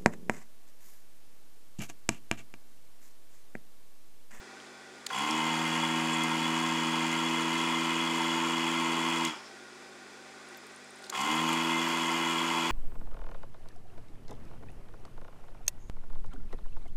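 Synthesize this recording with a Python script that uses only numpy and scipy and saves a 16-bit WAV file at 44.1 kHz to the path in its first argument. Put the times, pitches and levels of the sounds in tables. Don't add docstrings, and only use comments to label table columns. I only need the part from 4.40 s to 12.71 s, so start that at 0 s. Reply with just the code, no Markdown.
import sys
import numpy as np
from scipy import signal
from scipy.fft import rfft, irfft, next_fast_len
from scipy.io import wavfile
from scipy.ndimage import uniform_filter1d

SR = 44100
rng = np.random.default_rng(int(sys.argv[2]) if len(sys.argv) > 2 else 0)


def store_pcm(level_fs):
    pcm = np.round(np.clip(level_fs, -1, 1) * 32767).astype(np.int16)
    wavfile.write(sys.argv[1], SR, np.atleast_2d(pcm).T)


def ratio(d):
    e = np.asarray(d, float) / 20
    return 10 ** e


N = 366471

# f/Hz, density/dB
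ROOM = [(24, -52), (90, -33), (140, -27), (185, -17), (260, -11), (340, -5.5), (556, -7.5), (770, -8),
        (1270, -9.5), (2570, -10), (2840, -17), (3380, -14.5), (7540, -18.5), (10500, -31.5), (16000, -45)]
# f/Hz, width/Hz, level/dB
FAN_CASE = [(369, 28, 1.5), (440, 12, -5), (478, 17, -8), (620, 18, -4.5), (776, 11, 4), (1102, 10, 0),
            (1198, 21, -3), (1431, 12.5, 6.5), (1535, 25, 2.5), (1946, 64, -2.5), (2355, 17, -2.5),
            (3460, 180, -6.5), (5000, 110, -3), (9500, 400, -2)]
# multiple of the mains, rms level/dB
HUM = [(1, -100), (2, -77.5), (3, -72.5), (4, -66.5), (4.4, -76), (5, -63), (6, -71.5)]
ROOM_DB, MAINS_HZ = -49.5, 49.9
# t/s, peak level/dB, f/Hz, width [share of f], t60/s
KNOCKS = [
    (0.2012, -38, 2900, .9, .015),
    (6.146, -37, 3200, 0.97, .012),
    (6.641, -35.5, 4370, 0.62, 0.024),
    (6.6500, -47, 5200, .3, .02),
    (6.6560, -44, 4000, .4, 0.018),
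    (6.6650, -41, 3900, .3, .025),
]
# t/s, peak level/dB, brightness [dB per octave]
TRIGGER = [
    (.6635, -37, -5),
    (.6650, -33, 9),
    (0.6666, -19.5, -5),
    (4.85, -24.5, 2),
    (4.8744, -36, -2),
    (6.6960, -35.5, -13.5),
    (6.699, -27.5, 4),
]
# f/Hz, width [share of f], level/dB, t60/s
SWITCH = [(1510, 0.94, -20.5, 0.034), (4000, 0.57, -0.5, 0.011), (6700, .35, -1, 0.016),
          (10500, .9, -9.5, .007)]
# t/s, peak level/dB, f/Hz, width [share of f], t60/s
END_STROKES = [
    (.689, -38, 2460, 1.7, 0.089),
    (4.875, -32, 2800, .7, .015),
    (4.897, -37, 3000, .5, .015),
    (4.936, -29, 1000, .8, .015),
    (0.703, -28, 1240, 0.63, .04),
    (0.7075, -41, 1280, 0.99, 0.035),
    (6.7248, -28.5, 1070, 0.62, 0.037),
    (6.7480, -41, 1190, 0.72, 0.04),
    (6.7508, -26, 1380, 1.3, 0.022),
]
# motor start t/s, power off t/s, rattle level/dB, air level/dB, slow part of spin-up [turns/s]
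BURSTS = [
    (.697, 4.865, -33, -43, 9),
    (6.721, 8.6, -32.5, -42.5, 11.5),
]
# t/s, speed [turns/s]
FULL_SPEED = [(1.2, 81.05), (1.6, 81.25), (2.05, 81.1), (2.2, 81.65), (2.65, 81.6), (2.8, 82.05),
              (3.25, 82.55), (3.7, 82.7), (4.1, 83.05), (4.35, 82.85), (7.2, 83.05), (8.05, 83.4),
              (8.31, 83.25)]
QUICK_GAP, QUICK_S, SLOW_S = 29, .068, .165
COAST_PER_S2 = 108
ATTACK_S, SOFT_START_DB, SOFT_START_S = 0.0086, -6, 0.056
RATTLE_FALL_DB_S, AIR_FALL_DB_S, PUSH_FALL_DB_S = 175, 110, 208
ENGAGE_S, FIRST_TURN_DB = .026, -5.5
BRIGHT_FALL_DB_S = 60
# speed [turns/s], levels of 2nd, 3rd and 4th order/dB
PUSH = [(45, -70, -64, -52), (57.3, -61, -56, -57), (67.8, -50, -42, -49.5), (73, -51, -42, -41),
        (76.8, -55, -47.5, -39), (76.8, -53, -38, -35), (80.7, -41, -38.5, -39),
        (81.3, -41.5, -36.5, -37.5), (83.03, -45.5, -39, -37.5), (83.14, -46.5, -41.5, -39)]
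PUSH_SKEW = 1.0
SLAP_LEAD = .4
# t/s, share locked [0-1]
LOCK = [
    (.95, 0.2),
    (1.15, .85),
    (2.0, .8),
    (2.8, 0.64),
    (2.9, 0.3),
    (3.5, 0.4),
]
# multiple of the speed, level over the rattle when locked/dB, when free/dB
SHAFT_ORDERS = [(1, -47, -38), (5, -39, -17), (6, -31, -38), (7, -16, -23), (8, -27, -20),
                (9, -11.5, -28.5), (9.67, -17, -41), (10, -23, -29), (10.67, -22, -27), (11, -32, -15),
                (11.67, -5, -22), (12, -17, -4), (12.67, -15, -23), (13, -13, -8.5), (13.67, -9, -34),
                (14, -40, -50), (16, -29, -20), (20, -13, -27), (21.2, -18, -46), (23.14, -9, -38),
                (25.09, -32, -16), (28.6, -31, -21)]
# time after start/s, level over the rattle/dB
PULL_UP = [
    (0, -3),
    (.08, -1),
    (.42, -10.5),
    (.52, -42),
]
# f/Hz, width/Hz, level/dB
MOUNT = [(769, 44, -1.5), (950, 25, -9), (1000, 84, -2), (1066, 48, 6.5), (1410, 44, -14)]
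# f/Hz, width/Hz, level/dB
CASING = [(374, 16, -5), (462, 30, -9), (780, 76, -12), (887, 29, -3), (948, 27, -5.5), (1028, 24, -4),
          (1085, 19, -1.5), (1155, 36, -9), (1378, 49, -6), (1437.5, 11.5, -0.5), (1780, 110, -11.5),
          (1945, 43, -7), (2092, 60, -3.5), (2380, 45, -3.5), (2563, 130, -7), (2957, 105, -4),
          (3142, 113, -6.5), (3354, 65, -1.5)]
# f/Hz, density/dB
RATTLE = [(24, -78), (40, -45), (108, -31), (152, -11), (327, 0.5), (520, -20.5), (954, 5), (1610, -1.5),
          (3270, -16), (5000, -40), (6500, -50), (11000, -120)]
# f/Hz, width/Hz, level/dB, strike point [share of a turn], fall [dB per turn]
NOZZLE = [(4430, 27, -24, 0.4, 7), (4584, 76, 1.5, 0.11, 17), (4890, 150, -8, 0.24, 15),
          (5064, 160, -6.5, 0.27, 11), (5480, 140, -3, 0.14, -2), (6280, 81, -4, 0.17, 10),
          (6480, 120, 0.5, 0.18, -17), (6790, 92, 4.5, 0.043, 4), (7400, 250, 3, 0.45, 32),
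          (7860, 90, -22, .5, 6), (8380, 72, -5.5, .5, 1), (8700, 170, -15, 0.41, -2),
          (9380, 57, -1.5, 0.47, 0)]
# f/Hz, density/dB
HISS = [(2120, -21), (3600, -2.5), (4680, 0), (5860, -4.5), (7520, -5), (8100, -8.5), (9770, -9.5),
        (10500, -17), (16000, -24)]
WALL_CUT_HZ, BENCH_T60_S, BENCH_DB = 2500, 0.45, -8
# t/s, peak level/dB, f/Hz, width [share of f], t60/s
JOLTS = [(0.7864, -29, 7960, 0.84, .01), (0.9088, -25, 5440, 0.2, 0.026), (.9093, -29, 7800, .6, 0.017),
         (1.7215, -37, 8900, .12, 0.028), (1.7300, -33.5, 7400, 0.045, .06), (1.7400, -37, 8700, .08, .03),
         (1.8366, -22.5, 7400, 0.81, 0.0073), (1.8357, -41, 13000, 0.46, 0.0071),
         (6.8124, -23, 6450, 0.8, 0.008), (7.0908, -26, 8000, 0.98, .01),
         (7.1305, -26.5, 7500, 0.65, 0.0092)]
# t/s, level/dB
GASP = [
    (5.065, -55.5),
]
LEAK_DB, LEAK_FALL_DB_S = -52.5, 57
# t/s, peak level/dB, f/Hz
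TICKS = [(6.0851, -49, 9500), (6.1714, -43, 13200), (6.2677, -47, 8600), (6.321, -51, 7690),
         (6.3475, -54, 8990), (6.361, -42.5, 9100), (6.4433, -49, 7830), (6.5056, -45, 8550),
         (6.5585, -46, 9200), (6.5874, -50, 8620), (6.6223, -47, 8720), (6.6468, -49, 8630),
         (6.6657, -47, 9030), (7.01, -36, 8970), (7.9194, -40, 7600)]
# t/s, peak level/dB, f/Hz
FLUX_TICKS = [(6.0851, -58, 10600), (6.2657, -55, 13000), (6.2794, -60, 13000), (6.5051, -56, 10800),
              (6.5779, -64, 12800), (6.5884, -60, 14600), (6.6358, -54, 10900), (6.6494, -56, 10700),
              (6.6594, -57, 11000), (7.4544, -42, 11100), (7.4864, -37, 11800), (7.5453, -44, 11700),
              (7.7243, -45, 11400)]
TICK_SHARE, TICK_T60_S = 0.11, .02
SPIT_SHARE, SPIT_T60_S = .2, .015
SIZZLE_S, SIZZLE_DB = 6.76, -62.5
# t/s, level/dB
SPITS = [
    (6.812, -58),
    (6.912, -55),
    (7.092, -57),
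    (7.24, -55),
    (7.5, -60),
]
FLARE_S = 0.013
# t/s, peak level/dB, f/Hz
CRUMBS = [
    (6.803, -33, 6000),
    (6.817, -28, 7000),
    (6.866, -33, 5500),
    (6.915, -34, 6500),
    (6.957, -33, 8000),
]


def rms_one(x):
    return x / np.sqrt(np.mean(x ** 2) + 1e-20)


def drift(rate):
    r = np.exp(-80 * np.pi * rate / SR)
    slow = signal.lfilter([1], [1, -2 * r, r * r], rng.standard_normal(N // 40 + 2002))[2000:]
    return np.interp(np.arange(N) / 40, np.arange(len(slow)), rms_one(slow))


def curve(rows):
    t = np.arange(N) / SR
    s, *columns = np.transpose(rows)
    return [np.interp(t, s, c) for c in columns], (t >= s[0]) & (t <= s[-1])


def resonance(x, hz, width):
    r = np.exp(-np.pi * width / SR)
    poles = [1, -2 * r * np.cos(2 * np.pi * hz / SR), r * r]
    return signal.lfilter([(1 - r * r) / 2, 0, (r * r - 1) / 2], poles, x)


def body(x, modes):
    return sum((-1) ** k * ratio(db) * resonance(x, hz, width) for k, (hz, width, db) in enumerate(modes))


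def colour(x, spectrum):
    size = next_fast_len(N)
    hz, db = np.transpose(spectrum)
    bins = np.maximum(np.arange(size // 2 + 1), 1) * SR / size
    gain = ratio(np.interp(np.log(bins), np.log(hz), db))
    return irfft(rfft(x, size) * gain, size)[:N]


def grit(spread_db):
    return rng.standard_normal(N) * ratio(spread_db * np.minimum(rng.exponential(1, N), 5))


def clicks(rows):
    out, t = np.zeros(N + 4000), np.arange(4000) / SR
    noises = rng.standard_normal((len(rows), 4000))
    for (s, peak_db, hz, share, t60), noise in zip(rows, noises):
        width = hz * max(share, .03)
        dying = noise * ratio(-60 * t / max(t60, .003))
        burst = resonance(resonance(dying, hz, width), hz, width)
        at = round(s * SR)
        out[at:at + 4000] += ratio(peak_db) * burst / np.abs(burst).max()
    return out[:N]


def flares(rows):
    t = np.arange(N) / SR
    return sum(ratio(db) * np.exp(-((t - s) / FLARE_S) ** 2) for s, db in rows)


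def band_hiss(gain, hz, width, patchy_db):
    hiss = rms_one(resonance(resonance(grit(1.6), hz, width), hz, width))
    return gain * ratio(patchy_db * drift(14.0)) * hiss


def room():
    air = rng.standard_normal(N) + ratio(7.5) * body(rng.standard_normal(N), FAN_CASE)
    fan = rms_one(colour(air, ROOM)) * ratio(ROOM_DB + .5 * drift(2.9))
    cycles = MAINS_HZ * np.arange(N) / SR
    hum = 0
    for k, db in HUM:
        multiple = round(5 * k) / 5
        hum = hum + ratio(db) * np.sqrt(2) * np.sin(2 * np.pi * (multiple * cycles + rng.random()))
    return fan + hum


def knocks():
    return clicks(KNOCKS)


def trigger():
    pivot_hz = SWITCH[1][0]
    return clicks([(s, db + mode_db + bright * np.log2(hz / pivot_hz), hz, share, t60)
                   for s, db, bright in TRIGGER for hz, share, mode_db, t60 in SWITCH])


def end_strokes():
    return clicks(END_STROKES)


def pump_controls():
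    t = np.arange(N) / SR
    columns = np.transpose(BURSTS)
    burst = np.maximum(np.searchsorted(columns[0], t) - 1, 0)
    start, stop, rattle_db, air_db, slow_gap = columns[:, burst]
    since, off = np.maximum(t - start, 0), np.maximum(t - stop, 0)
    (full,), _ = curve(FULL_SPEED)
    missing = QUICK_GAP * np.exp(-since / QUICK_S) + slow_gap * np.exp(-since / SLOW_S)
    speed = np.maximum(full - missing - COAST_PER_S2 * off, 20)
    turns = np.cumsum(speed) / SR
    attack = np.minimum(since / ATTACK_S, 1)
    bright = ratio(FIRST_TURN_DB * (since < ENGAGE_S) - BRIGHT_FALL_DB_S * off)
    at, *orders = np.transpose(PUSH)
    push = [attack * ratio(np.interp(speed, at, db) - PUSH_FALL_DB_S * off) for db in orders]
    soft_db = SOFT_START_DB * np.exp(-since / SOFT_START_S)
    rattle = attack * ratio(rattle_db + soft_db - RATTLE_FALL_DB_S * off)
    air = attack * bright * ratio(air_db - AIR_FALL_DB_S * off)
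    return turns, speed, since, push, rattle, air, bright


def diaphragm(turns, speed, push):
    thump = sum(level * np.sqrt(2) * np.cos(2 * np.pi * k * turns + PUSH_SKEW)
                for k, level in zip((2, 3, 4), push))
    return thump * (speed / 83) ** 1.8


def stroke(turns, lead, fall_db, uneven_db):
    late = turns + lead
    strength = rng.standard_normal(int(late[-1]) + 2)[late.astype(int)]
    return uniform_filter1d(ratio(uneven_db * strength - fall_db * (late % 1)), size=40)


def shaft_orders(turns, speed, lock):
    starts = rng.random(len(SHAFT_ORDERS))
    for i, (k, *_) in enumerate(SHAFT_ORDERS):
        if k % 1 == 0:
            starts[i] = k * SLAP_LEAD
    starts[:2] = PUSH_SKEW / (2 * np.pi)
    lines = 0
    for (k, locked_db, free_db), start in zip(SHAFT_ORDERS, starts):
        level = ratio(free_db + lock * (locked_db - free_db) + 0.63 * drift(3.6))
        lines = lines + level * np.cos(2 * np.pi * (round(3 * k) / 3 * turns + start))
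    return np.sqrt(2) * lines * (speed / 83) ** 9.0


def hard_strokes(turns):
    ramp = uniform_filter1d((turns + 0.453) % 1, size=12)
    return rms_one(body(np.diff(ramp, prepend=0), MOUNT))


def looped(turns, count):
    steps = 500 * count
    noise = rng.standard_normal(steps + 1)
    return rms_one(np.interp(turns / count % 1 * steps, np.arange(steps + 1), noise))


def casing(turns, bright, lock):
    repeat = np.clip(0.22 * lock, 0, 1)
    gate = stroke(turns, lead=0.479, fall_db=10.5, uneven_db=0.35)
    loose = rms_one(grit(2.13) * gate)
    locked = rms_one(looped(turns, count=3) * gate)
    low = body(np.sqrt(repeat) * locked + np.sqrt(1 - repeat) * loose, CASING[:10])
    clatter = colour(rms_one(grit(1.7) * gate), RATTLE)
    high = body(loose, CASING[10:]) + ratio(-12) * clatter
    return rms_one(low + high * bright)


def nozzle(turns):
    air = rms_one(grit(2.6))
    rings = 0
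    for hz, width, db, lead, fall_db in NOZZLE:
        gate = rms_one(stroke(turns, lead, fall_db, uneven_db=0.5))
        rings = rings + ratio(db) * resonance(air * gate, hz, width)
    puffs = rms_one(colour(grit(1.5) * stroke(turns, lead=.52, fall_db=7.0, uneven_db=1.2), HISS))
    return rms_one(puffs + ratio(10.5) * rings)


def walls(x):
    t = np.arange(SR // 2) / SR
    tail = rng.standard_normal(len(t)) * ratio(-60 * t / BENCH_T60_S) * (t > .002)
    tail = signal.lfilter(*signal.butter(1, WALL_CUT_HZ, fs=SR), tail)
    tail = ratio(BENCH_DB) * tail / np.sqrt(np.sum(tail ** 2))
    return (x + signal.fftconvolve(x, tail)[:N]) / np.sqrt(1 + ratio(2 * BENCH_DB))


def pump():
    turns, speed, since, push, rattle, air, bright = pump_controls()
    (lock,), _ = curve(LOCK)
    lock = np.clip(lock, 0, 1)
    stroke_db = np.interp(since, *np.transpose(PULL_UP))
    rattling = ratio(-2.0) * rattle * casing(turns, bright, lock)
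    blowing = ratio(-0.04) * air * (speed / 83) ** 0.43 * nozzle(turns)
    tones = shaft_orders(turns, speed, lock) + ratio(stroke_db) * hard_strokes(turns)
    return diaphragm(turns, speed, push) + rattle * tones + walls(rattling + blowing)


def jolts():
    return clicks(JOLTS)


def leak():
    off = np.arange(N) / SR - BURSTS[0][1]
    bleeding = (off > 0) * ratio(LEAK_DB - LEAK_FALL_DB_S * np.abs(off))
    return band_hiss(bleeding + flares(GASP), hz=5200, width=920, patchy_db=-1.0)


def ticks():
    tip = [(*row, TICK_SHARE, TICK_T60_S) for row in TICKS]
    flux = [(*row, SPIT_SHARE, SPIT_T60_S) for row in FLUX_TICKS]
    return clicks(tip + flux)


def sizzle():
    boiling = np.arange(N) / SR > SIZZLE_S
    return band_hiss(boiling * ratio(SIZZLE_DB), hz=11700, width=1100, patchy_db=0.5)


def spatter():
    spits = band_hiss(flares(SPITS), hz=12500, width=6000, patchy_db=2.5)
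    return spits + clicks([(*row, .9, .009) for row in CRUMBS])


def scene():
    contacts = knocks() + trigger() + end_strokes() + jolts() + ticks()
    return (room() + contacts + pump() + leak() + sizzle() + spatter())[None]


def top_cut(x):
    return signal.sosfilt(signal.butter(12, 16510, fs=SR, output="sos"), x)


def record(dry):
    low_pass = signal.ellip(12, .5, 70, 15780, fs=SR, output="sos")
    return top_cut(signal.sosfilt(low_pass, dry))


dry = scene()
out = record(dry)
store_pcm(out)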